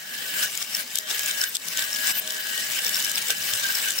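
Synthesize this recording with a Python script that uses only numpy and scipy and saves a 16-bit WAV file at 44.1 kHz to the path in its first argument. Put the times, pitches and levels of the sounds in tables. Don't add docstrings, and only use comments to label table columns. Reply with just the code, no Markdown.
import sys
import numpy as np
from scipy import signal
from scipy.fft import rfft, irfft
from scipy.io import wavfile

SR = 44100
rng = np.random.default_rng(int(sys.argv[2]) if len(sys.argv) > 2 else 0)


def bounce(signal):
    frames = np.transpose(np.atleast_2d(signal))
    limited = np.clip(frames, -1, 1)
    pcm = np.round(limited * 32767).astype(np.int16)
    wavfile.write(sys.argv[1], SR, pcm)


N = 176400

# f/Hz, left minus right/dB
BALANCE = [(200, 0.5), (3000, 1.5), (5500, 3.5), (10000, 4), (13500, 4.5), (15600, 3)]
# lowest f/Hz, highest f/Hz, t60/s (time to fade by 60 dB), relative level/dB
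BODY, CRACK, SNAP = (2890, 4070, 0.02, 1), (4000, 9160, 0.012, 7.4), (9500, 14900, 0.011, 2.5)
TYPICAL_ROLL_DB, TYPICAL_RING_DB = -22.5, -41.5
KNOCK_SAMPLES, PING_T60_S = 6144, 0.013
AGE = np.arange(KNOCK_SAMPLES) / SR


def from_db(db):
    return 10 ** (np.asarray(db) / 20)


def rms_one(x):
    return x / np.sqrt(np.mean(x ** 2) + 1e-20)


def at_hz(points, hz):
    table_hz, values = np.transpose(points)
    return np.interp(np.log(hz), np.log(table_hz), values)


def playback_s():
    return np.arange(N)[::-1] / SR


def in_time(rows):
    s, *columns = np.transpose(rows)
    return [np.interp(playback_s(), s, column) for column in columns]


def place(events):
    out = np.zeros((2, N))
    for s, sound in events:
        i = int(np.clip(N - s * SR, 0, N - 1))
        out[:, i:i + sound.shape[1]] += sound[:, :N - i]
    return out


def drift(rate_hz):
    step, settle = 40, 2000
    r = np.exp(-2 * np.pi * rate_hz * step / SR)
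    slow = signal.lfilter([1], [1, -2 * r, r * r], rng.standard_normal(N // step + settle + 2))[settle:]
    return np.interp(np.arange(N) / step, np.arange(len(slow)), rms_one(slow))


def band(x, low, high):
    return signal.sosfilt(signal.butter(2, [low, high], "band", fs=SR, output="sos"), x)


def panned(x, db):
    return x * rms_one(from_db(np.array([[db], [-db]]) / 2))


def stereo_noise(hz, size):
    # f/Hz, correlation (1 = the same)
    likeness = [(220, 0.96), (700, 0.91), (1500, 0.0098), (3000, 0.21), (14000, 0.54)]
    alike = at_hz(likeness, hz)
    mid, side = rng.standard_normal((2, size))
    return np.sqrt(1 + alike) * mid + np.sqrt(1 - alike) * side * [[1], [-1]]


def noise_bands(spectrum, edges):
    centres = np.sqrt(edges[1:] * edges[:-1])
    power = from_db(at_hz(spectrum, centres)) ** 2 * np.diff(edges)
    for low, high, hz, share in zip(edges, edges[1:], centres, power / power.sum()):
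        noise = rms_one(band(stereo_noise(hz, N), low, high))
        yield hz, np.sqrt(share) * panned(noise, at_hz(BALANCE, hz))


def narrow_noise(hz, width_hz):
    white = stereo_noise(np.mean(hz), N) + 1j * stereo_noise(np.mean(hz), N)
    slow = signal.sosfilt(signal.butter(2, width_hz / 2, fs=SR, output="sos"), white)
    phase = 2 * np.pi * np.cumsum(hz * np.ones(N)) / SR
    return rms_one(np.real(slow * np.exp(1j * phase)))


def burst(low, high, t60, db):
    noise = band(stereo_noise(np.sqrt(low * high), 2 * KNOCK_SAMPLES), low, high)[:, KNOCK_SAMPLES:]
    decay = from_db(np.maximum(-60 * AGE / t60, -200))
    fading = band(np.sign(noise) * decay, low, high)
    sound = rms_one(fading) * np.sqrt(np.mean(decay ** 2))
    return panned(sound, at_hz(BALANCE, np.sqrt(low * high))) * from_db(db)


def ping(hz, t60, rise_s=0.00024, db=1.5):
    phases = rng.uniform(0, 2 * np.pi) + rng.uniform(0, np.pi, (2, 1))
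    wave = np.sin(2 * np.pi * hz * AGE + phases) * (1 - np.exp(-AGE / rise_s))
    return panned(wave * from_db(db - 60 * AGE / t60), at_hz(BALANCE, hz))


def echoes(x, t60, size):
    tail = rng.standard_normal((2, size)) * from_db(-60 * np.arange(size) / SR / t60)
    return signal.fftconvolve(x, tail / np.sqrt(np.sum(tail ** 2) / 2), axes=1)[:, :N]


def room(x):
    return from_db(-10.5) * echoes(x, t60=0.26, size=SR // 2)


def frame_rumble(roll_db):
    # f/Hz, relative level per Hz/dB
    spectrum = [(30, -50), (65, -43), (105, -2), (135, -4.5), (200, 3.5), (360, -6.5), (480, 0),
                (850, -6.5), (2500, -6.5)]
    bands = noise_bands(spectrum, np.geomspace(22, 2500, 22))
    rumble = sum(noise * from_db(3 * drift(rate_hz=6.9)) for _, noise in bands)
    return rumble * from_db(-49 + 0.33 * (roll_db - TYPICAL_ROLL_DB))


def frame_bumps():
    # t/s, relative level/dB
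    bumps = [(1.27, -56), (3.44, -50), (3.579, -46.5)]
    return place((s, from_db(db) * burst(low=93, high=114, t60=0.1, db=2.5)) for s, db in bumps)


def drops():
    # t/s, relative level/dB
    thuds = [(1.1131, -36.5), (1.7935, -32.5), (3.3063, -31), (3.5365, -35)]
    return place((s, from_db(db) * burst(low=430, high=3050, t60=0.027, db=6.1)) for s, db in thuds)


def rubs(hz=13650, width_hz=1900, rise_s=0.0044):
    # t/s, fade time/s, relative level/dB
    touches = [(1.499, 0.038, -29), (2.203, 0.04, -21.5)]
    loudness = 0
    for s, fade_s, db in touches:
        age = np.maximum(s - playback_s(), 0)
        loudness += from_db(db) * np.minimum(age / rise_s, 1) * np.exp(-age / fade_s)
    noise = rms_one(band(stereo_noise(hz, N), hz - width_hz / 2, hz + width_hz / 2))
    return loudness * panned(noise, at_hz(BALANCE, hz))


def bowl_ring(ring_db, grain, follow=0.76, wander_db=2.5):
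    # f/Hz, width/Hz, relative level/dB, left minus right/dB
    tones = [(625.4, 3.7, -59, -4.5), (1521, 15, -47, 1.5), (1588, 21, -47, 7), (1670.5, 4.2, -42, 2),
             (1724, 8.1, -47.5, -12), (1876, 21, -45.5, 9), (3585, 28, -47.5, -6), (4050, 16, -48, -4)]
    out = 0
    for hz, width, db, pan_db in tones:
        push = grain * from_db(follow * (ring_db - TYPICAL_RING_DB) + wander_db * drift(rate_hz=3.5))
        r = np.exp(-np.pi * width / SR)
        feedback = [1, -2 * r * np.cos(2 * np.pi * hz / SR), r * r]
        ring = signal.lfilter([1, 0, -1], feedback, stereo_noise(hz, N) * push)
        out += panned(ring, pan_db) * np.sqrt(1 - r * r) / 2 * from_db(db)
    return out


def hollow_tone(ring_db, hz):
    return panned(narrow_noise(hz, width_hz=62), db=1.5) * from_db(ring_db)


def sweeps(hz=1570, swell_s=0.018):
    # t/s, level/dB
    passes = [(0.375, -29.5), (0.435, -25.5), (0.8, -35), (1.3, -35.5), (1.432, -25.5), (1.83, -33),
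              (2.07, -31), (2.11, -31.5), (2.79, -29.5), (2.97, -34), (3.318, -31.5), (3.655, -25.5),
              (3.705, -29), (3.878, -28.5)]
    swell = sum(from_db(db) * np.exp(-((playback_s() - s) / swell_s) ** 2) for s, db in passes)
    return swell * panned(narrow_noise(hz, width_hz=95), at_hz(BALANCE, hz))


def plastic_shell(x, echo_share=0.19):
    return np.sqrt(1 - echo_share) * x + np.sqrt(echo_share) * echoes(x, t60=0.079, size=KNOCK_SAMPLES)


def contacts(per_s=2000, spread_db=4.5, fade_s=0.0021, smooth_share=0.47):
    sizes = from_db(spread_db * np.minimum(rng.exponential(1, N), 4))
    hits = sizes ** 2 * (rng.random(N) < per_s / SR)
    power = signal.lfilter([1], [1, -np.exp(-1 / (fade_s * SR))], hits + 1e-18)
    return np.sqrt(smooth_share + (1 - smooth_share) * power / power.mean())


def rolling_hiss(roll_db, grain, flicker_db=2.5):
    # f/Hz, relative level per Hz/dB
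    spectrum = [(300, -21.5), (900, -9), (1250, -6.5), (1600, -3.5), (2100, -0.5), (2800, 3.5), (3600, -3),
                (4500, -1), (5400, 1), (6300, -3.5), (7200, -1), (8300, 1.5), (9300, -8), (11300, -5.5),
                (13600, -6.5), (15600, 0)]
    hiss = 0
    for hz, noise in noise_bands(spectrum, np.geomspace(300, 16500, 30)):
        swing_db = 0.076 * abs(np.log2(hz / 4000)) * (roll_db - TYPICAL_ROLL_DB)
        hiss += noise * from_db(swing_db + flicker_db * drift(rate_hz=23.3))
    return hiss * grain * from_db(roll_db - 3)


def ticks(roll_db, per_s=22):
    crack = from_db(-5) * (burst(*BODY) + burst(*CRACK) + burst(*SNAP))
    events = []
    for when, pitch in rng.random((int(per_s * N / SR), 2)):
        i = int(when ** .7 * (N - 1))
        tick = ping(5000 + 3400 * pitch, PING_T60_S) + crack
        events.append((i / SR, from_db(roll_db[::-1][i] - 2) * tick))
    return place(events)


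def clinks():
    # t/s, relative level/dB
    hits = [(0.7514, -10), (1.416, -10), (1.932, -16), (1.95, -17), (2.868, -11.5), (2.9468, -13),
            (2.969, -16), (3.058, -15.5), (3.1592, -14), (3.7544, -14), (3.9892, -12)]
    events = []
    for s, db in hits:
        clink = ping(hz=5495, t60=0.015) + from_db(-16.5) * (burst(*CRACK) + burst(*SNAP))
        events.append((s, from_db(db) * clink))
    return place(events)


def clacks():
    # t/s, relative level/dB, ping f/Hz, body gain/dB, snap gain/dB
    hits = [(0.461, -22, 6300, -13, -12), (0.554, -22, 8050, -10, -9), (0.5768, -16, 7030, -16, -10),
            (0.6278, -20.5, 6980, -5.5, -8), (0.77, -24, 5500, -7, -3), (0.958, -12, 7280, -11, -7.5),
            (0.9762, -21.5, 7440, -2, -14), (0.9884, -18, 5560, -4, -0.5), (1.1138, -20.5, 5630, 0, -12),
            (1.1957, -24.5, 6200, -4, 2.5), (1.263, -14, 7040, -27, -12), (1.3129, -17.5, 7320, -4, -15),
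            (1.441, -25, 5500, 4, 3), (1.5532, -18.5, 7460, -7, -10), (1.558, -17, 8370, -7, -9),
            (1.57, -24, 4830, -1.5, -4), (1.6866, -22.5, 6220, -9.5, -3), (1.775, -18, 7060, -5, -10),
            (1.7943, -27.5, 5570, 5.5, -1), (1.825, -28, 7500, 3.5, -1), (1.9627, -24, 5530, -3.5, -8),
            (2.073, -18, 7100, -11, -6), (2.0904, -25, 7400, -4, -8), (2.2777, -31.5, 5500, 5, 1),
            (2.308, -25, 5370, 2, -4), (2.5796, -22.5, 8200, -8, -7), (2.8488, -22.5, 5040, -2.5, -6),
            (2.883, -18, 5370, -12, -11), (2.8954, -21, 5500, -5, -3), (2.9588, -18, 5560, -7, -7),
            (3.005, -17.5, 7100, -11, -14), (3.0268, -19.5, 7340, -13, -7), (3.0483, -17.5, 5770, -12, -3),
            (3.0982, -18.5, 7500, -8, -7), (3.118, -25, 8750, -3, 1.5), (3.183, -22.5, 5470, 3.5, -8),
            (3.286, -18, 7450, -14, -9), (3.3066, -17, 8350, -1.5, -4.5), (3.538, -21.5, 7200, -0.5, -4),
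            (3.644, -27, 5550, -2, -7), (3.9073, -15.5, 7400, -11.5, -10), (3.921, -24.5, 5880, -6, -3)]
    events = []
    for s, db, ping_hz, body_db, snap_db in hits:
        body = burst(*BODY) + from_db(-7) * ping(hz=3570, t60=0.056)
        glass = ping(ping_hz, PING_T60_S)
        crack = from_db((body_db + snap_db) / 2) * burst(*CRACK)
        snap = from_db(snap_db) * burst(*SNAP)
        events.append((s, from_db(db) * (glass + from_db(body_db) * body + crack + snap)))
    return place(events)


def scene():
    # t/s, relative level/dB
    rolling = [(0.0, -36), (0.065, -35), (0.144, -31), (0.343, -27), (0.444, -21), (0.455, -27.5),
               (0.527, -30), (0.623, -27), (0.662, -35), (0.742, -26.5), (0.806, -27.5), (0.854, -34),
               (0.982, -32), (1.054, -36), (1.109, -25), (1.229, -27.5), (1.309, -24.5), (1.317, -29.5),
               (1.397, -26.5), (1.445, -25), (1.461, -32.5), (1.509, -32.5), (1.564, -29.5), (1.58, -38),
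               (1.644, -31.5), (1.812, -25.5), (1.868, -28.5), (1.99, -27.5), (2.117, -20), (2.127, -32.5),
               (2.171, -25.5), (2.235, -33.5), (2.291, -28), (2.411, -31.5), (2.578, -25), (2.714, -26.5),
               (2.794, -22.5), (2.81, -27.5), (2.969, -24), (3.137, -28), (3.181, -21.5), (3.209, -28),
               (3.312, -23), (3.352, -30.5), (3.488, -22.5), (3.51, -25), (3.751, -24.5), (3.823, -25),
               (3.886, -24.5), (3.95, -30), (3.999, -25)]
    # t/s, level/dB, hollow tone f/Hz
    singing = [(0.0, -54.5, 3100), (0.26, -42.5, 3080), (0.48, -35.5, 2960), (0.51, -65, 2960),
               (0.8, -47, 3050), (0.9, -53, 3100), (1.22, -42, 3110), (1.48, -40, 2970), (1.53, -67, 2970),
               (1.8, -40, 3100), (1.96, -48, 3080), (2.11, -33, 2970), (2.23, -45.5, 3080),
               (2.56, -36.5, 3000), (2.69, -44.5, 2990), (2.96, -38, 2970), (3.25, -43.5, 3030),
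               (3.87, -37, 2980), (3.95, -45, 2980)]
    roll_db, = in_time(rolling)
    ring_db, tone_hz = in_time(singing)
    grain = contacts()
    bowl = bowl_ring(ring_db, grain) + hollow_tone(ring_db, tone_hz) + sweeps()
    steady = plastic_shell(rolling_hiss(roll_db, grain)) + bowl + frame_rumble(roll_db) + rubs()
    hits = clacks() + clinks() + drops() + frame_bumps() + ticks(roll_db)
    return steady + hits + room(hits)


def record(dry):
    low_cut_hz, high_cut_hz = 42, 15850
    hz = np.arange(N + 1) * SR / (2 * N)
    bass_cut = hz ** 2 / np.hypot(hz ** 2, low_cut_hz ** 2)
    treble_cut = np.clip((high_cut_hz - hz) / 150 + .5, 0, 1)
    return irfft(rfft(dry[:, ::-1], 2 * N) * bass_cut * treble_cut)[:, :N]


dry = scene()
out = record(dry)
bounce(out)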